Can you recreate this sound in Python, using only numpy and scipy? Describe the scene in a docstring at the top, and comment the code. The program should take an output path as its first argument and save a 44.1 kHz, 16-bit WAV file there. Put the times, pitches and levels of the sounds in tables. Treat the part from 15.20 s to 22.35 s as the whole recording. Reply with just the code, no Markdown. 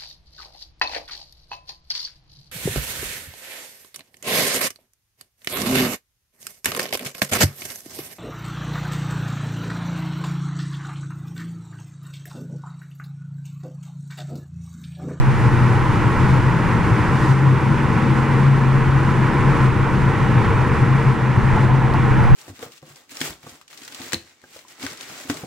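"""Road noise inside a car at steady speed in a concrete tunnel: coloured noise for heave, rumble, roar and hiss.
A wavering tone with a noisy skirt is the booming cabin hum; a narrow antiphase noise band is the tyre ring.
Faint engine and motorbike sine tones stand in the rumble; the bike draws ahead in the next lane and fades.
Joints knock as short damped modes, loose lining rattles as lumpy noise, the trim ticks as noise bursts."""
import sys
import numpy as np
from scipy import signal
from scipy.fft import rfft, irfft
from scipy.io import wavfile

SR = 44100
rng = np.random.default_rng(int(sys.argv[2]) if len(sys.argv) > 2 else 0)


def to_wav(sig):
    """Store sig (one row per channel, or 1-D mono) as 16-bit WAV at the path in sys.argv[1].

    Samples outside -1..1 are clipped; the rate is SR.
    """
    pcm = np.clip(np.atleast_2d(sig), -1, 1) * 32767
    pcm = np.round(pcm).astype(np.int16)
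    wavfile.write(sys.argv[1], SR, pcm.T)  # frames by channels


N = 315315

# road roughness: time_s, roughness_db
ROUGHNESS = [(0, -3), (.25, -1), (.75, -0.5), (1.05, 0), (1.8, 0.5), (2.5, 0.), (3.0, 0.), (3.8, -0.5),
             (4.35, 1), (4.75, 0.5), (5.2, 1.16), (5.8, -1), (6.15, -0.5), (6.4, 1), (6.65, 0), (7.0, 1),
             (7.15, 0)]
# slow body heave: time_s, level_db
HEAVE = [(0, -27), (.55, -21), (.82, -26), (1.1, -18.5), (1.38, -26.5), (1.7, -21), (2.2, -27),
         (3.2, -25.5), (3.6, -23.5), (4.1, -23), (4.65, -22), (4.95, -24), (5.35, -18), (5.8, -23),
         (6.05, -28.5), (6.32, -18), (6.6, -22), (7.15, -16.5)]
# noise spectra, scaled later to unit rms: freq_hz, relative_density_db
HEAVE_COLOUR = [(7.1, -49), (12, -13), (70, -12), (97, -8), (110, -3.5), (140, -32), (240, -120)]
RUMBLE_COLOUR = [(62, -35), (105, -11), (130, -0.5), (155, -6.5), (227, -12), (260, -17.5), (311, -12),
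                 (420, -19), (500, -20.5), (580, -25), (660, -27.5), (690, -39), (900, -80)]
ROAR_COLOUR = [(600, -43.5), (690, -16), (725, -10), (770, -5), (880, -2), (940, -1), (1010, 0.5),
               (1090, -2), (1140, -3), (1210, -7), (1320, -3.5), (1400, -5.5), (1490, -5), (1620, -9),
               (1720, -7), (1790, -10.5), (1870, -7), (2050, -10.5), (2160, -13.5), (2280, -12.5),
               (2600, -17), (3000, -21), (3210, -25), (3350, -24), (4170, -34), (7060, -120)]  # includes the cabin's ripples
HISS_COLOUR = [(2200, -25), (3200, -4.5), (4300, -1), (5000, -2), (6500, -4.5), (8000, -6), (10000, -9),
               (12500, -17), (13000, -21.5), (15000, -30)]
# heave and rumble thin around the cabin mode: center_hz, width_hz, share_removed
HUM_CLEARING = (131, 30, .6)
# edges of the roar bands that surge separately: edge_hz
ROAR_SPLITS_HZ = [850, 1200, 1650, 2150, 2800]
# gusts in the wind hiss: center_s, half_length_s, lift_db
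GUSTS = [(1.12, .08, 0.5), (2.055, .082, 3), (3.219, .06, 0), (4.41, 0.062, 0.5)]
# drops of rumble, roar and hiss, each with a slow recovery: start_s, drop_db
STEPS = [(1.18, 1.5), (2.115, 2.5), (3.275, 1.5), (4.469, 2.5), (5.9, 1.5), (6.45, 2.5)]
RUMBLE_DB, ROAR_DB, HISS_DB = -20, -23.5, -45.5  # at zero roughness; hiss at time 0
RUMBLE_DB_PER_ROUGHNESS_DB, HISS_DB_PER_ROUGHNESS_DB = 1.4, 0.73
HISS_FADE_DB_PER_S = 0.26
FALL_S, RECOVERY_S = 0.017, 0.75  # linear fall; recovery to 1/e
SURGE_DB, SURGE_RATE_HZ = 0.6, 12

# hum between booms; pitch holds through booms too: time_s, pitch_hz, level_db (rms)
HUM_BED = [(0.0, 130.7, -24.5), (0.08, 125, -23), (0.38, 126.9, -20.5), (0.74, 125.1, -25),
           (1.19, 128.2, -25), (1.51, 127.8, -24), (1.65, 119, -22), (1.81, 120, -18.5), (1.91, 130, -26.5),
           (2.11, 133.1, -16), (2.35, 132.3, -21.5), (2.55, 139.3, -20), (2.73, 133.2, -23),
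           (3.17, 136.5, -15.5), (3.44, 135.0, -17.5), (3.94, 135.3, -20.5), (4.04, 131.9, -23),
           (4.26, 135.8, -20.5), (4.38, 128.3, -24.5), (4.88, 135.8, -23.5), (4.96, 128.5, -29.5),
           (5.16, 127.2, -26), (5.26, 118.9, -28.5), (5.34, 127.2, -29), (5.63, 127.4, -23.5),
           (5.71, 133.5, -22), (5.83, 134.5, -15), (5.97, 126.6, -19), (7.09, 131.4, -20.5),
           (7.15, 130, -18)]
# hum swells added to the bed: center_s, peak_rms_db, length_s (at half height)
HUM_BOOMS = [(.091, -16.5, 0.03), (.267, -16, 0.032), (.34, -18, 0.056), (0.448, -15, .055),
             (0.551, -20, 0.097), (0.701, -13, 0.019), (.869, -13, 0.027), (1.04, -16.5, .06),
             (1.14, -14.5, 0.078), (1.275, -14, 0.032), (1.43, -28, 0.03), (1.73, -20, 0.023),
             (1.949, -19, 0.052), (2.111, -13, 0.037), (2.279, -15.5, 0.12), (2.514, -12.5, 0.017),
             (2.65, -25, 0.034), (2.916, -14, 0.026), (3.275, -17, 0.045), (3.4, -32, 0.14),
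             (3.52, -20.5, 0.1), (3.764, -16, 0.05), (4.038, -23, 0.09), (4.281, -18.5, 0.082),
             (4.451, -13.5, 0.074), (4.6, -19.5, .05), (4.88, -20, 0.057), (5.03, -16, 0.026),
             (5.1, -22, 0.024), (5.176, -12.5, 0.042), (5.406, -17.5, 0.1), (5.53, -15, 0.034),
             (5.631, -10, 0.028), (5.741, -18, 0.078), (5.888, -15.5, 0.04), (6.1, -23, 0.033),
             (6.183, -14, 0.016), (6.279, -21, 0.067), (6.44, -19, 0.06), (6.544, -16.5, 0.043),
             (6.65, -26, 0.054), (6.83, -23, 0.08), (6.99, -22.5, 0.13), (7.122, -13.5, 0.025)]
# brief hum dropouts: center_s, depth_db
HUM_GAPS = [(.135, 10), (.62, 9), (1.62, 10), (2.41, 8), (2.55, 3), (2.68, 7), (3.08, 5.5), (4.35, 12),
            (4.7, 8), (5.27, 12), (5.57, 18), (5.66, 10), (5.84, 14), (5.97, 9), (6.14, 12), (6.23, 14),
            (6.39, 1), (7.07, 13)]
# noisy skirt of the cabin mode: center_hz, width_hz, level_db
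HUM_SKIRT = (129, 14, -33)
HUM_WAVER_DB, HUM_WOBBLE_HZ = 0.7, 2.5  # spreads of bed level and pitch
HUM_GAP_HALF_S = 0.012

# air ring inside the tyres: center_hz, width_hz, level_db
TYRE_CAVITY = (241, 8, -41)

# engine, before TONE_TRIM_DB: time_s, firing_hz, level_db
ENGINE = [(0, 75.3, -33.5), (1.5, 76, -37.5), (2.3, 77.5, -33), (2.6, 77.54, -24), (3.4, 77.4, -29.5),
          (3.8, 77.94, -30), (4.4, 78.52, -33.5), (4.7, 78.8, -40), (5.5, 78.87, -33.5), (7.15, 77.6, -32)]
# engine orders: firing_multiple, relative_db
ENGINE_ORDERS = [(1, -9), (3, 0), (4, -7.5)]
# steady-pitch drone, before TONE_TRIM_DB: pitch_hz, level_db
DRONE = [(100, -40.5), (200, -34)]
# rough noise near the sixth order: center_hz, width_hz
GROAN_BAND = (462, 30)
# groan: time_s, level_db
GROAN_LEVEL = [(0, -37), (1, -39), (2, -46.5), (2.7, -38), (3.1, -33), (3.5, -41), (4.3, -36.5),
               (4.8, -38.5), (5.2, -30), (5.7, -34), (6.1, -35), (7.15, -37.5)]
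# motorbike exhaust, before TONE_TRIM_DB: time_s, pitch_hz, level_db
BIKE = [(0, 157.3, -31), (1, 160.8, -27.5), (1.8, 164.5, -25), (2.5, 170.8, -36), (3.2, 170.1, -39),
        (4, 165.8, -57)]
TONE_TRIM_DB = 1

# road joints: start_s, peak_db
KNOCKS = [(4.666, -17), (6.364, -15), (6.372, -12), (6.426, -16), (6.743, -11.5), (7.036, -17)]
# body panel modes: freq_hz, relative_db
KNOCK_MODES = [(720, -6), (880, 0), (1040, -4), (1400, -12)]
KNOCK_SWELL_S = 0.0035  # time to envelope peak
# loose lining: time_s, level_db
RATTLE = [(0, -71.5), (6.25, -45.5), (6.34, -32), (6.4, -33), (6.46, -32), (6.8, -33), (7.15, -33.5)]
# rattle noise band: center_hz, width_hz
RATTLE_BAND = (860, 450)
# trim ticks: start_s, initial_rms_db
TICKS = [(6.738, -36), (7.038, -39)]
# tick spectrum, scaled later to unit rms: freq_hz, relative_density_db
TICK_COLOUR = [(1500, -10), (3500, -5), (4600, 4), (5800, -10), (7500, -12), (9000, -7), (11000, -12),
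               (15000, -30)]
TICK_DECAY_S = 0.004  # to 1/e

# likeness of the two microphone ports: freq_hz, coherence
LIKENESS = [(20, .98), (70, .94), (130, .99), (350, .95), (550, .87), (750, .95), (950, .8), (2200, .94),
            (4000, .8), (6000, .58), (9000, .25), (15000, .15)]
# port level balance: freq_hz, left_minus_right_db
BALANCE_DB = [(16, -2), (40, 1), (130, 2.5), (330, 2), (500, 0), (1200, -1.5), (3000, -1), (8000, .6)]
# port phase: freq_hz, left_lead_rad
LEAD_RAD = [(16, 1.85), (30, 1.35), (60, .85), (130, .35), (230, .1), (500, -.4), (2000, -.12), (6000, -.4),
            (10000, -2)]
CUTOFF_HZ = 15050


def from_db(db):
    """Decibels to gain."""
    return 10 ** (np.asarray(db) / 20)


def rms_one(x):
    """Scale to unit rms."""
    return x / np.sqrt(np.mean(x ** 2) + 1e-20)


def in_time(rows):
    """Interpolate the columns of a time table to one value a sample."""
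    time_s, *columns = np.transpose(rows)
    return [np.interp(np.arange(N) / SR, time_s, c) for c in columns]


def at_hz(points, size=N):
    """Interpolate a frequency table over log frequency onto the FFT grid."""
    hz, value = np.transpose(points)
    grid_hz = np.maximum(np.fft.rfftfreq(size, 1 / SR), 1)
    return np.interp(np.log(grid_hz), np.log(hz), value)


def drift(rate_hz):
    """Slow random wander of unit rms: two-pole low-passed noise made at SR / 40."""
    r = np.exp(-80 * np.pi * rate_hz / SR)
    white = rng.standard_normal(N // 40 + 2002)
    slow = signal.lfilter([1], [1, -2 * r, r * r], white)[2000:]  # skip the settling
    return np.interp(np.arange(N) / 40, np.arange(len(slow)), rms_one(slow))


def noise(gain, flicker_db=0., flicker_rate_hz=8.):
    """Coloured noise partly shared by the ports; shared part at unit rms before level flicker."""
    alike = np.clip(at_hz(LIKENESS), 0, 1)
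    mid, side = rfft(rng.standard_normal((2, N))) * gain
    mid *= np.sqrt(1 + alike)
    side *= np.sqrt(1 - alike)
    pair = irfft(np.array([mid + side, mid - side]), N)
    return pair / pair.mean(axis=0).std() * from_db(flicker_db * drift(flicker_rate_hz))


def narrow(center_hz, width_hz):
    """Gain of a resonance passed twice; width at half gain."""
    offset_hz = np.fft.rfftfreq(N, 1 / SR) - center_hz
    return 1 / (1 + (2 * offset_hz / width_hz) ** 2)


def wavering(pitch_hz, level_db, waver_db):
    """A sine whose level and phase wander as the tunnel's echoes shift."""
    gain = from_db(level_db + TONE_TRIM_DB + waver_db * drift(0.98))
    phase_rad = 2 * np.pi * np.cumsum(pitch_hz) / SR + 0.52 * drift(2.8)
    return gain * np.sin(phase_rad)


def road():
    """The road shakes the body into heave and rumble; tyre roar and wind hiss come through the glass."""
    t = np.arange(N) / SR
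    rough_db, = in_time(ROUGHNESS)
    center_hz, width_hz, share = HUM_CLEARING
    clearing = 1 - share * narrow(center_hz, width_hz)

    heave = from_db(in_time(HEAVE)[0]) * noise(from_db(at_hz(HEAVE_COLOUR)) * clearing)

    rumble_gain = from_db(RUMBLE_DB + RUMBLE_DB_PER_ROUGHNESS_DB * rough_db)
    rumble_colour = from_db(at_hz(RUMBLE_COLOUR)) * clearing
    rumble = rumble_gain * noise(rumble_colour, flicker_db=0.5, flicker_rate_hz=21.0)

    roar = from_db(ROAR_DB + rough_db) * surging_roar()

    gust_db = sum(db * np.exp(-.5 * ((t - s) / half_s) ** 2) for s, half_s, db in GUSTS)
    hiss_db = HISS_DB + HISS_DB_PER_ROUGHNESS_DB * rough_db - HISS_FADE_DB_PER_S * t + gust_db
    hiss = from_db(hiss_db) * noise(from_db(at_hz(HISS_COLOUR)), flicker_db=0.5, flicker_rate_hz=17.0)
    return heave + from_db(steps_db()) * (rumble + roar + hiss)


def surging_roar():
    """Tyre roar in neighbouring bands, each swelling and sinking by itself."""
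    whole = rfft(noise(from_db(at_hz(ROAR_COLOUR)), flicker_db=0.09, flicker_rate_hz=22.0))
    band = np.searchsorted(ROAR_SPLITS_HZ, np.fft.rfftfreq(N, 1 / SR))
    return sum(from_db(SURGE_DB * drift(SURGE_RATE_HZ)) * irfft(whole * (band == k), N)
               for k in range(band.max() + 1))


def steps_db():
    """Level drops that fall quickly and recover exponentially."""
    t = np.arange(N) / SR
    total_db = np.zeros(N)
    for start_s, drop_db in STEPS:
        fall = np.clip((t - start_s) / FALL_S, 0, 1)
        total_db -= drop_db * fall * np.exp(-np.maximum(t - start_s, 0) / RECOVERY_S)
    return total_db


def hum():
    """The cabin mode: one wavering tone swelled by booms and cut by gaps, plus a noisy skirt."""
    t = np.arange(N) / SR
    pitch_hz, bed_db = in_time(HUM_BED)
    level = from_db(bed_db + HUM_WAVER_DB * drift(4.7))
    for center_s, peak_db, length_s in HUM_BOOMS:
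        level += from_db(peak_db) * np.cos(np.pi / 2 * np.clip((t - center_s) / length_s, -1, 1)) ** 2
    gap_db = sum(db * np.exp(-.5 * ((t - s) / HUM_GAP_HALF_S) ** 2) for s, db in HUM_GAPS)
    level *= from_db(-gap_db)
    pitch_hz = pitch_hz + HUM_WOBBLE_HZ * drift(6)
    tone = np.sqrt(2) * level * np.sin(2 * np.pi * np.cumsum(pitch_hz) / SR)  # level is rms
    center_hz, width_hz, skirt_db = HUM_SKIRT
    return tone + from_db(skirt_db) * noise(narrow(center_hz, width_hz))


def tyre_ring():
    """Tyre air resonance: narrow noise in opposite phase left and right."""
    center_hz, width_hz, level_db = TYRE_CAVITY
    ring = irfft(rfft(rng.standard_normal(N)) * narrow(center_hz, width_hz), N)
    return from_db(level_db) * rms_one(ring) * [[1], [-1]]


def engine():
    """Orders of the firing rate, a steady-pitch drone and a rough noise band (groan)."""
    firing_hz, level_db = in_time(ENGINE)
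    orders = sum(wavering(k * firing_hz, level_db + db, waver_db=0.5) for k, db in ENGINE_ORDERS)
    drone = sum(wavering(np.full(N, hz), db, waver_db=1.0) for hz, db in DRONE)
    groan = from_db(in_time(GROAN_LEVEL)[0]) * noise(narrow(*GROAN_BAND))
    return orders + drone + groan


def motorbike():
    """One exhaust tone, gliding in pitch and fading."""
    pitch_hz, level_db = in_time(BIKE)
    return wavering(pitch_hz, level_db, waver_db=2.5)


def knocks():
    """Tyres hit joints: panel modes swell and die, each with random strength and phase."""
    t = np.arange(SR // 20) / SR
    out = np.zeros(N + SR)
    swell = t / KNOCK_SWELL_S * np.exp(1 - t / KNOCK_SWELL_S)
    for start_s, peak_db in KNOCKS:
        ring = np.zeros(len(t))
        for hz, mode_db in KNOCK_MODES:
            strength, phase = rng.standard_normal(2)
            ring += from_db(mode_db + 1.5 * strength) * np.sin(2 * np.pi * hz * t + .6 * phase)
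        knock = swell * ring
        out[round(start_s * SR):][:len(t)] += from_db(peak_db) * knock / np.abs(knock).max()
    return out[:N]


def rattle():
    """Loose cabin lining on rougher road: lumpy mid-band noise."""
    lumpy = noise(narrow(*RATTLE_BAND), flicker_db=3.0, flicker_rate_hz=25.0)
    return from_db(in_time(RATTLE)[0]) * lumpy


def ticks():
    """Trim ticks: bright noise bursts with exponential decay."""
    t = np.arange(N) / SR
    shape = np.zeros(N)
    for start_s, level_db in TICKS:
        decay = np.exp(-np.maximum(t - start_s, 0) / TICK_DECAY_S)
        shape += from_db(level_db) * (t >= start_s) * decay
    return shape * noise(from_db(at_hz(TICK_COLOUR)))


def scene():
    """Sum of all sources at the two ports."""
    return road() + hum() + tyre_ring() + engine() + motorbike() + knocks() + rattle() + ticks()


def record(dry):
    """Port level and phase differences by frequency, soft peak rounding, steep low-pass."""
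    pad = SR // 4  # keeps the FFT ends out of the scene
    wide = np.pad(dry, ((0, 0), (pad, pad)), "reflect", reflect_type="odd")
    size = wide.shape[1]
    wide = wide * signal.windows.tukey(size, 2 * pad / size)
    # half of each difference goes to the left, its inverse to the right
    half = from_db(at_hz(BALANCE_DB, size) / 2) * np.exp(.5j * at_hz(LEAD_RAD, size))
    ports = irfft(rfft(wide) * np.array([half, 1 / half]), size)[:, pad:-pad]
    rounded = ports / (1 + (ports / .97) ** 6) ** (1 / 6)
    lowpass = signal.ellip(12, .5, 70, CUTOFF_HZ, fs=SR, output="sos")
    return signal.sosfilt(lowpass, rounded)


dry = scene()
out = record(dry)
to_wav(out)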